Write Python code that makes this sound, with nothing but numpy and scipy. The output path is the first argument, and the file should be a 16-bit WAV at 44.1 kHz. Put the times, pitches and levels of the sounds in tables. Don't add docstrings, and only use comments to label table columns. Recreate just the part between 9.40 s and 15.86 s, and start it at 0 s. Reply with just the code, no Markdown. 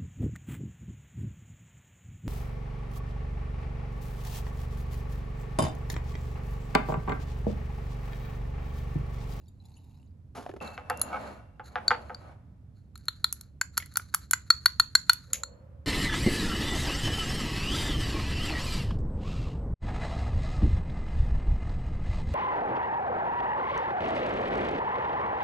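import sys
import numpy as np
from scipy import signal
from scipy.fft import rfft, irfft
from scipy.io import wavfile
from scipy.ndimage import uniform_filter1d, minimum_filter1d

SR = 44100
rng = np.random.default_rng(int(sys.argv[2]) if len(sys.argv) > 2 else 0)


def inscribe(sig):
    pcm = np.round(np.clip(np.atleast_2d(sig).T, -1, 1) * 32767)
    wavfile.write(sys.argv[1], SR, pcm.astype(np.int16))


N = 284886
TIME = np.arange(N) / SR
HIT = np.arange(SR // 5) / SR


def amp(db):
    return 10 ** (np.asarray(db) / 20)

def unit_rms(x):
    return x / np.sqrt(np.mean(x ** 2) + 1e-20)

def at_level(x, db):
    return amp(db) * x * np.sqrt((SR // 100) / (np.sum(x ** 2) + 1e-20))

def curve(points, hz):
    f, value = np.transpose(points)
    return np.interp(np.log(hz + 1), np.log(f + 1), value)

def add(mix, s, sound):
    part = mix[round(s * SR):][:len(sound)]
    part += sound[:len(part)]

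def bins(x):
    return np.fft.rfftfreq(x.shape[-1], 1 / SR)

def filtered(x, db):
    log_gain = np.log(amp(db))
    mirrored = np.r_[log_gain, log_gain[-2:0:-1]]
    gain = np.exp(np.conj(signal.hilbert(mirrored)))[:len(log_gain)]
    return irfft(rfft(x) * gain, x.shape[-1])

def coloured(x, colour):
    return filtered(x, curve(colour, bins(x)))

def decay(t60, t=HIT):
    return np.exp(-np.log(1000) * t / t60)

def mode(hz, t60, t=HIT):
    return np.sin(2 * np.pi * hz * t) * decay(t60, t)

def burst(t60):
    return rng.standard_normal(len(HIT)) * decay(t60)

def grains(per_s, spread_db):
    size = amp(spread_db * np.minimum(rng.exponential(1, N), 4))
    return unit_rms(size * rng.choice([-1, 1], N) * (rng.random(N) < per_s / SR))

def drift(rate_hz):
    return unit_rms(irfft(rfft(rng.standard_normal(N)) * (bins(TIME) < rate_hz), N))

def swell(s, hold_s, db, rise_s, fall_s):
    early, late = np.maximum(s - TIME, 0), np.maximum(TIME - s - hold_s, 0)
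    return amp(np.maximum(db - 20 * ((early / rise_s) ** 2 + late / fall_s), -200))


# f/Hz, correlation
PORT_CORRELATION = [(80, 0.97), (250, .8), (1200, 0.025), (8000, 0.22)]
def diffuse(colour):
    left, other = rfft(rng.standard_normal((2, N)))
    hz = bins(TIME)
    same = curve(PORT_CORRELATION, hz)
    right = same * left + np.sqrt(1 - same ** 2) * other
    return unit_rms(irfft(np.array([left, right]) * amp(curve(colour, hz)), N))

# f/Hz, level/dB
VENT_COLOUR = [(15, -35.5), (86, -6.5), (285, -26.5), (328, -33.5), (1190, -51), (3250, -61.5),
               (13900, -70.5), (16000, -85)]
def ventilation(hum_hz=69.8, waver_db=3, waver_hz=5, balance_db=-2.5):
    waver = amp(waver_db * drift(waver_hz))
    hum = unit_rms(waver * np.sin(2 * np.pi * hum_hz * TIME + drift(waver_hz)))
    pan = amp([[balance_db / 2], [-balance_db / 2]])
    return (amp(-51.5) * diffuse(VENT_COLOUR) + amp(-58) * hum) * pan

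# f/Hz, level/dB
DRONE_COLOUR = [(300, -29), (545, 7), (625, -7), (760, -12), (1300, -14.5), (6000, -49)]
def far_drone():
    return swell(5.935, hold_s=0.18, db=-57, rise_s=0.071, fall_s=0.81) * diffuse(DRONE_COLOUR)

# f/Hz, t60/s
ROOM_DECAY = [(200, 0.11), (600, 0.33), (1400, 0.22), (7200, 0.27), (11000, 0.15), (16000, 0.11)]
# f/Hz, level/dB
ROOM_COLOUR = [(300, 5.5), (1400, -3), (2800, 2.5), (4400, -1.5), (7200, 0), (8400, -15.5), (11200, 5.5),
               (13500, 3), (15500, -21.5)]
def classroom(x, first_s=0.0058, taps_per_s=4000, shared=0.23):
    taps = rng.standard_normal((3, SR)) * (rng.random((3, SR)) < taps_per_s / SR)
    taps *= np.arange(SR) > first_s * SR
    hz, t, bands = signal.stft(taps[:2] + shared * taps[2], SR, nperseg=256)
    tail = signal.istft(bands * decay(curve(ROOM_DECAY, hz)[:, None], t), SR, nperseg=256)[1]
    tail /= np.linalg.norm(tail, axis=1, keepdims=True)
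    return signal.fftconvolve(coloured(x, ROOM_COLOUR)[None], tail, axes=1)[:, :N]


# t/s, hold/s, level/dB, rise/s, fall/s
DULL_SWELLS = [(1.213, 0.024, -38, 0.005, 0.14), (1.778, 0.1, -42, 0.4, 0.2),
               (2.534, 0.046, -47.5, .3, 0.42), (2.86, 0.064, -57.5, 0.087, 0.051)]
# f/Hz, level/dB
DULL_COLOUR = [(120, -23), (200, 0.5), (400, -8), (581, 0.5), (1290, -8.5), (3410, -26.5), (8120, -39.5),
               (11000, -36.5), (15000, -60.5)]
def bench_wash():
    return sum(swell(*row) for row in DULL_SWELLS) * diffuse(DULL_COLOUR)

# f/Hz, level/dB, t60/s
BENCH_MODES = [(502.4, -6, 0.11), (760, 3, 0.051), (849.3, -2, 0.12), (1263.6, 2, 0.062), (1534, 4, 0.033),
               (2172, -4.5, 0.041)]
def bench_ring():
    return sum(amp(db) * mode(hz * rng.uniform(0.95, 1.05), t60) * rng.choice([-1, 1])
               for hz, db, t60 in BENCH_MODES)

def bench_rattle():
    beaker_drag = swell(1.728, hold_s=0.042, db=-32, rise_s=0.01, fall_s=0.011)
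    wash = amp(-9) * sum(swell(*row) for row in DULL_SWELLS)
    force = (beaker_drag + wash) * grains(per_s=500, spread_db=3.5)
    body = bench_ring()
    return signal.oaconvolve(force, body / np.linalg.norm(body))[:N]

# t/s, level/dB, tilt/(dB per octave), rebound/dB
KNOCKS = [(1.3782, -36.5, -2, -13), (1.499, -25, -4.5, -4.5), (2.1963, -38.5, -7, -9),
          (2.3568, -26, -3, -10.5), (2.507, -21, 0.5, 2), (2.697, -38, -7.5, 0)]
# f/Hz, level/dB
CRACK_COLOUR = [(150, -17.5), (500, -8), (1400, 10.5), (2700, -4), (4000, -15.5), (15000, -51)]
def knocks(rebound_s=0.0068, thud_rise_s=0.0045):
    out = np.zeros(N)
    octaves = np.log2(np.clip(bins(HIT), 400, 4000) / 1000)
    for start, first_db, tilt, rebound_db in KNOCKS:
        for s, db in [(start, first_db), (start + rebound_s, first_db + rebound_db)]:
            thud = bench_ring() * (1 - np.exp(-HIT / thud_rise_s))
            crack = coloured(burst(t60=0.0037), CRACK_COLOUR)
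            grit = burst(t60=0.14) * grains(per_s=2300, spread_db=2.5)[:len(HIT)]
            scuff = coloured(grit, CRACK_COLOUR)
            blow = at_level(thud, -2) + at_level(crack, -1) + at_level(scuff, -5)
            add(out, s, at_level(filtered(blow, tilt * octaves), db))
    return out


# t/s, hold/s, level/dB
SQUEEZES = [(0, 0.07, -75.5), (0.261, 0.316, -70)]
# t/s, level/dB
DROPS = [(.081, -64), (0.253, -62.5), (.367, -64), (.44, -73)]
# f/Hz, level/dB
JET_COLOUR = [(400, -16.5), (850, 17), (1500, -12), (2750, 0.5), (3100, -19), (3900, 4), (5000, -4),
              (5700, -12), (7000, 1), (8400, -9), (11900, -6.5), (14000, -24)]
def water_jet(pip_t60=0.038, drop_rise_s=0.003):
    pip_hz = np.geomspace(2750, 11900, num=20)
    pips = sum(signal.oaconvolve(grains(per_s=8.7, spread_db=5.5), mode(hz, pip_t60))[:N]
               for hz in pip_hz)
    fizz = grains(per_s=900, spread_db=3) + amp(-1) * unit_rms(pips)
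    flow = sum(swell(*row, rise_s=0.086, fall_s=0.15) for row in SQUEEZES)
    out = flow * unit_rms(coloured(fizz, JET_COLOUR))
    for s, db in DROPS:
        cluster = sum(mode(hz, pip_t60) for hz in rng.choice(pip_hz, size=8))
        cluster *= 1 - np.exp(-HIT / drop_rise_s)
        add(out, s, at_level(coloured(cluster, JET_COLOUR), db))
    return out

# t/s, level/dB, starting f/Hz, t60/s
BUBBLES = [(.98, -42.5, 680, 0.061), (1.064, -40.5, 680, 0.023), (1.093, -44.5, 724, .025),
           (1.096, -41, 362, 0.046), (1.164, -49, 730, 0.03), (1.114, -57, 1710, 0.033),
           (1.139, -42.5, 370.3, 0.038), (1.167, -44.5, 360, 0.033), (4.401, -45.5, 2136, 0.057),
           (4.424, -45.5, 1936, 0.069), (4.597, -43.5, 1412, 0.038)]
# f/Hz, level/dB
SPUTTER_COLOUR = [(120, -38.5), (200, -6.5), (344, -5.5), (1300, -10), (1900, -21.5), (7150, -30),
                  (11400, -31), (15000, -66)]
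def sputter_and_bubbles(glide_per_s=1.3):
    air = swell(0.952, hold_s=0.032, db=-43, rise_s=0.003, fall_s=0.12)
    air += sum(swell(s, 0, db - 17, rise_s=0.003, fall_s=0.018) for s, db, _, _ in BUBBLES)
    out = air * unit_rms(coloured(grains(per_s=6400, spread_db=4), SPUTTER_COLOUR))
    for s, db, hz, t60 in BUBBLES:
        plip = mode(hz * (1 + glide_per_s * HIT), t60)
        octaves_away = abs(np.log2((bins(HIT) + 1) / hz))
        splash = filtered(burst(t60 / 2), -11 * octaves_away)
        add(out, s, at_level(plip, db) + at_level(splash, db - 4))
    return out


# t/s, hold/s, level/dB
GLASS_HISSES = [(1.227, 0.11, -57), (1.628, 0.31, -62.5), (2.266, 0, -51.5), (2.619, 0.25, -70.5),
                (3.37, 0.047, -79), (3.598, 0.456, -67.5), (4.349, 0.51, -63), (4.93, 1, -63)]
# f/Hz, level/dB
HISS_COLOUR = [(900, -21), (1360, 0.5), (3300, -24), (4250, 2.5), (5200, -22), (7200, -6), (8600, -31.5),
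               (10700, -12.5), (15000, -35.5)]
def glass_hiss(catch_db=3.5, catch_hz=35):
    grit = grains(per_s=1600, spread_db=2) * amp(catch_db * drift(catch_hz))
    level = sum(swell(*row, rise_s=0.029, fall_s=0.075) for row in GLASS_HISSES)
    return level * unit_rms(coloured(grit, HISS_COLOUR))

# f/Hz, level/dB
SKID_COLOUR = [(900, -20.5), (2200, -2), (5600, -7), (6900, 8.5), (8400, -28), (11000, -2), (15000, -27)]
def rod_skid():
    grit = unit_rms(coloured(grains(per_s=3000, spread_db=3), SKID_COLOUR))
    return swell(5.933, hold_s=0.004, db=-34, rise_s=0.002, fall_s=0.055) * grit

# t/s, level/dB, f/Hz, t60/s
RIM_TONES = [(1.204, -42, 2650, 1.1), (1.5, -42, 2740, 1.1), (1.6153, -24, 10410, 0.041),
             (1.6156, -39.5, 7075, 0.076), (6.036, -46.5, 4310, 0.27)]
def rim_ringing(flutter_hz=38):
    out = np.zeros(N)
    for s, db, hz, t60 in RIM_TONES:
        phase = 2 * np.pi * hz * TIME
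        tone = drift(flutter_hz) * np.sin(phase) + drift(flutter_hz) * np.cos(phase)
        add(out, s, at_level(tone * decay(t60, TIME), db))
    return out

# t/s, level/dB
TICKS = [(1.574, -48.5), (1.596, -50.5), (3.577, -55), (3.655, -60.5), (4.46, -51.5), (4.539, -55)]
# f/Hz, level/dB
TOP_COLOUR = [(3000, -22.5), (6000, -11.5), (8500, -4), (10000, -2.5), (11300, -1.5), (12600, -16),
              (14000, -1), (16500, -14.5)]
def rod_ticks():
    out = np.zeros(N)
    colour_db = curve(TOP_COLOUR, bins(HIT)) + 0.5 * curve(HISS_COLOUR, bins(HIT))
    for s, db in TICKS:
        add(out, s, at_level(filtered(burst(t60=0.012), colour_db), db))
    return out

# nominal f/Hz, level in family/dB, nominal t60/s, family (0 low, 1 main, 2 upper)
WALL_MODES = [(1424, 6, 0.0096, 0), (1936, -1.5, .008, 0), (4330, 2.5, 0.016, 1), (3647, -15, .012, 1),
              (7156, 6, .018, 2), (6600, -2.5, 0.013, 2)]
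# f/Hz, level/dB
CONTACT_COLOUR = [(350, -36), (650, -15.5), (950, 2.5), (2700, 0), (8000, 0), (14000, -25.5)]
def clink(low_db, main_db, upper_db, top_db, low_hz, main_hz, firm_db=-17, sag_s=0.0047, swings=3):
    hz, db, t60, family = np.transpose(WALL_MODES)
    low, main, upper = family == 0, family == 1, family == 2
    hz = hz * np.select([low, main], [low_hz / hz[low][0], main_hz / hz[main][0]], 1)
    firmness = amp(low_db - firm_db)
    ring_scale = 0.95 + 0.59 * firmness
    rise_s = 0.00093 + 0.001 * firmness * main[:, None]
    flat_share = 0.067 * (1 + 0.4 * rng.uniform(-2, 1))
    lag_s = flat_share * sag_s * (1 - np.exp(-HIT / sag_s))
    rings = mode(hz[:, None], t60[:, None] * ring_scale, HIT - main[:, None] * lag_s)
    rings *= amp(db)[:, None] * (1 - np.exp(-(HIT / rise_s) ** 2))
    chatter = burst(t60=0.02)
    restruck = signal.fftconvolve(rings, chatter[None] / np.linalg.norm(chatter), axes=1)
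    rings += np.where(main, 0.4, 0.12)[:, None] * restruck[:, :len(HIT)]
    knock = at_level(rings[low].sum(0), 0) + at_level(coloured(chatter, CONTACT_COLOUR), -8)
    knock += 0.3 * np.roll(knock, round(swings * SR / low_hz))
    top = coloured(burst(t60=0.013 * np.sqrt(ring_scale)), TOP_COLOUR)
    return (at_level(knock, low_db) + at_level(rings[main].sum(0), main_db)
            + at_level(rings[upper].sum(0), upper_db) + at_level(top, top_db))

# t/s, low level/dB, main level/dB, upper level/dB, top level/dB, low f/Hz, main f/Hz
CLINKS = [(1.276, -55, -50, -68, -62, 1396, 4100), (1.4992, -34, -46.5, -53.5, -40.5, 1367, 4660),
          (1.615, -40, -36.5, -36.5, -26, 1290, 4310), (2.48, -33, -18, -34.5, -41, 1470, 4545),
          (2.746, -53.5, -41.5, -60, -65.5, 1456, 4780), (3.556, -52, -50.5, -58, -56.5, 1317, 4370),
          (3.683, -33, -25.5, -44, -39, 1366, 4350), (3.8434, -29.5, -19.5, -37.5, -31, 1362, 4225),
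          (3.9267, -56.5, -52.5, -45, -29, 1436, 4590), (4.011, -62.5, -53.5, -56, -45.5, 1410, 4330),
          (4.213, -24.5, -34, -28, -32, 1532, 4590), (4.371, -39.5, -35.5, -53, -48, 1464, 4600),
          (4.3772, -28, -33.5, -30.5, -24, 1400, 4510), (4.557, -38.5, -37.5, -52.5, -49.5, 1403, 4450),
          (4.571, -29.5, -44.5, -47, -22, 1417, 4430), (4.7406, -31, -45.5, -46.5, -40, 1532, 4750),
          (4.746, -29, -36.5, -41, -21.5, 1287, 4610), (4.9106, -41, -45.5, -38, -22, 1500, 4250),
          (4.9336, -20, -33.5, -24, -30, 1489, 4500), (5.1032, -18, -11.5, -29, -28.5, 1373, 4400),
          (5.2582, -19, -14.5, -36.5, -24.5, 1463, 4520), (5.3979, -21, -14.5, -30, -26.5, 1395, 4480),
          (5.552, -19.5, -13.5, -23, -24, 1522, 4470), (5.695, -16, -13.5, -31.5, -25.5, 1451, 4450),
          (5.7326, -51, -41.5, -41.5, -30, 1430, 4490), (5.9321, -44, -43, -24.5, -27.5, 1403, 4540),
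          (6.0343, -37, -38, -33, -46, 1358, 4330)]
def stirring():
    out = glass_hiss()
    for s, *blow in CLINKS:
        add(out, s, clink(*blow))
    return out + rod_ticks() + rim_ringing() + rod_skid()


# f/Hz, phase/rad
PORT_PHASE = [(100, 1), (1500, 0.5), (4300, 0.36), (6100, 1.06), (7500, -2), (16000, -10)]
# f/Hz, level/dB
PORT_BALANCE = [(250, -7), (600, 1.5), (1400, -1), (4400, 2.5), (11000, 0.5)]
def close_microphone(x):
    hz = bins(x)
    left = amp(curve(PORT_BALANCE, hz) / 2)
    right = np.exp(-1j * curve(PORT_PHASE, hz)) / left
    return irfft(rfft(x) * np.array([left, right]), N)

def scene():
    glass = stirring()
    bench = bench_rattle() + knocks()
    water = water_jet() + sputter_and_bubbles()
    echoes = classroom(amp(-18) * glass + amp(-13.5) * bench + amp(-12.5) * water)
    return close_microphone(glass + bench + water) + echoes + bench_wash() + far_drone() + ventilation()

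def record(dry, ceiling=0.88, cutoff_hz=16050):
    gain = np.minimum(1, ceiling / (abs(dry).max(0) + 1e-9))
    gain = uniform_filter1d(minimum_filter1d(gain, size=45), size=23)
    lowpass = signal.firwin(201, cutoff_hz, window=("kaiser", 9), fs=SR)
    return signal.oaconvolve(dry * gain, lowpass[None], "same")


dry = scene()
out = record(dry)
inscribe(out)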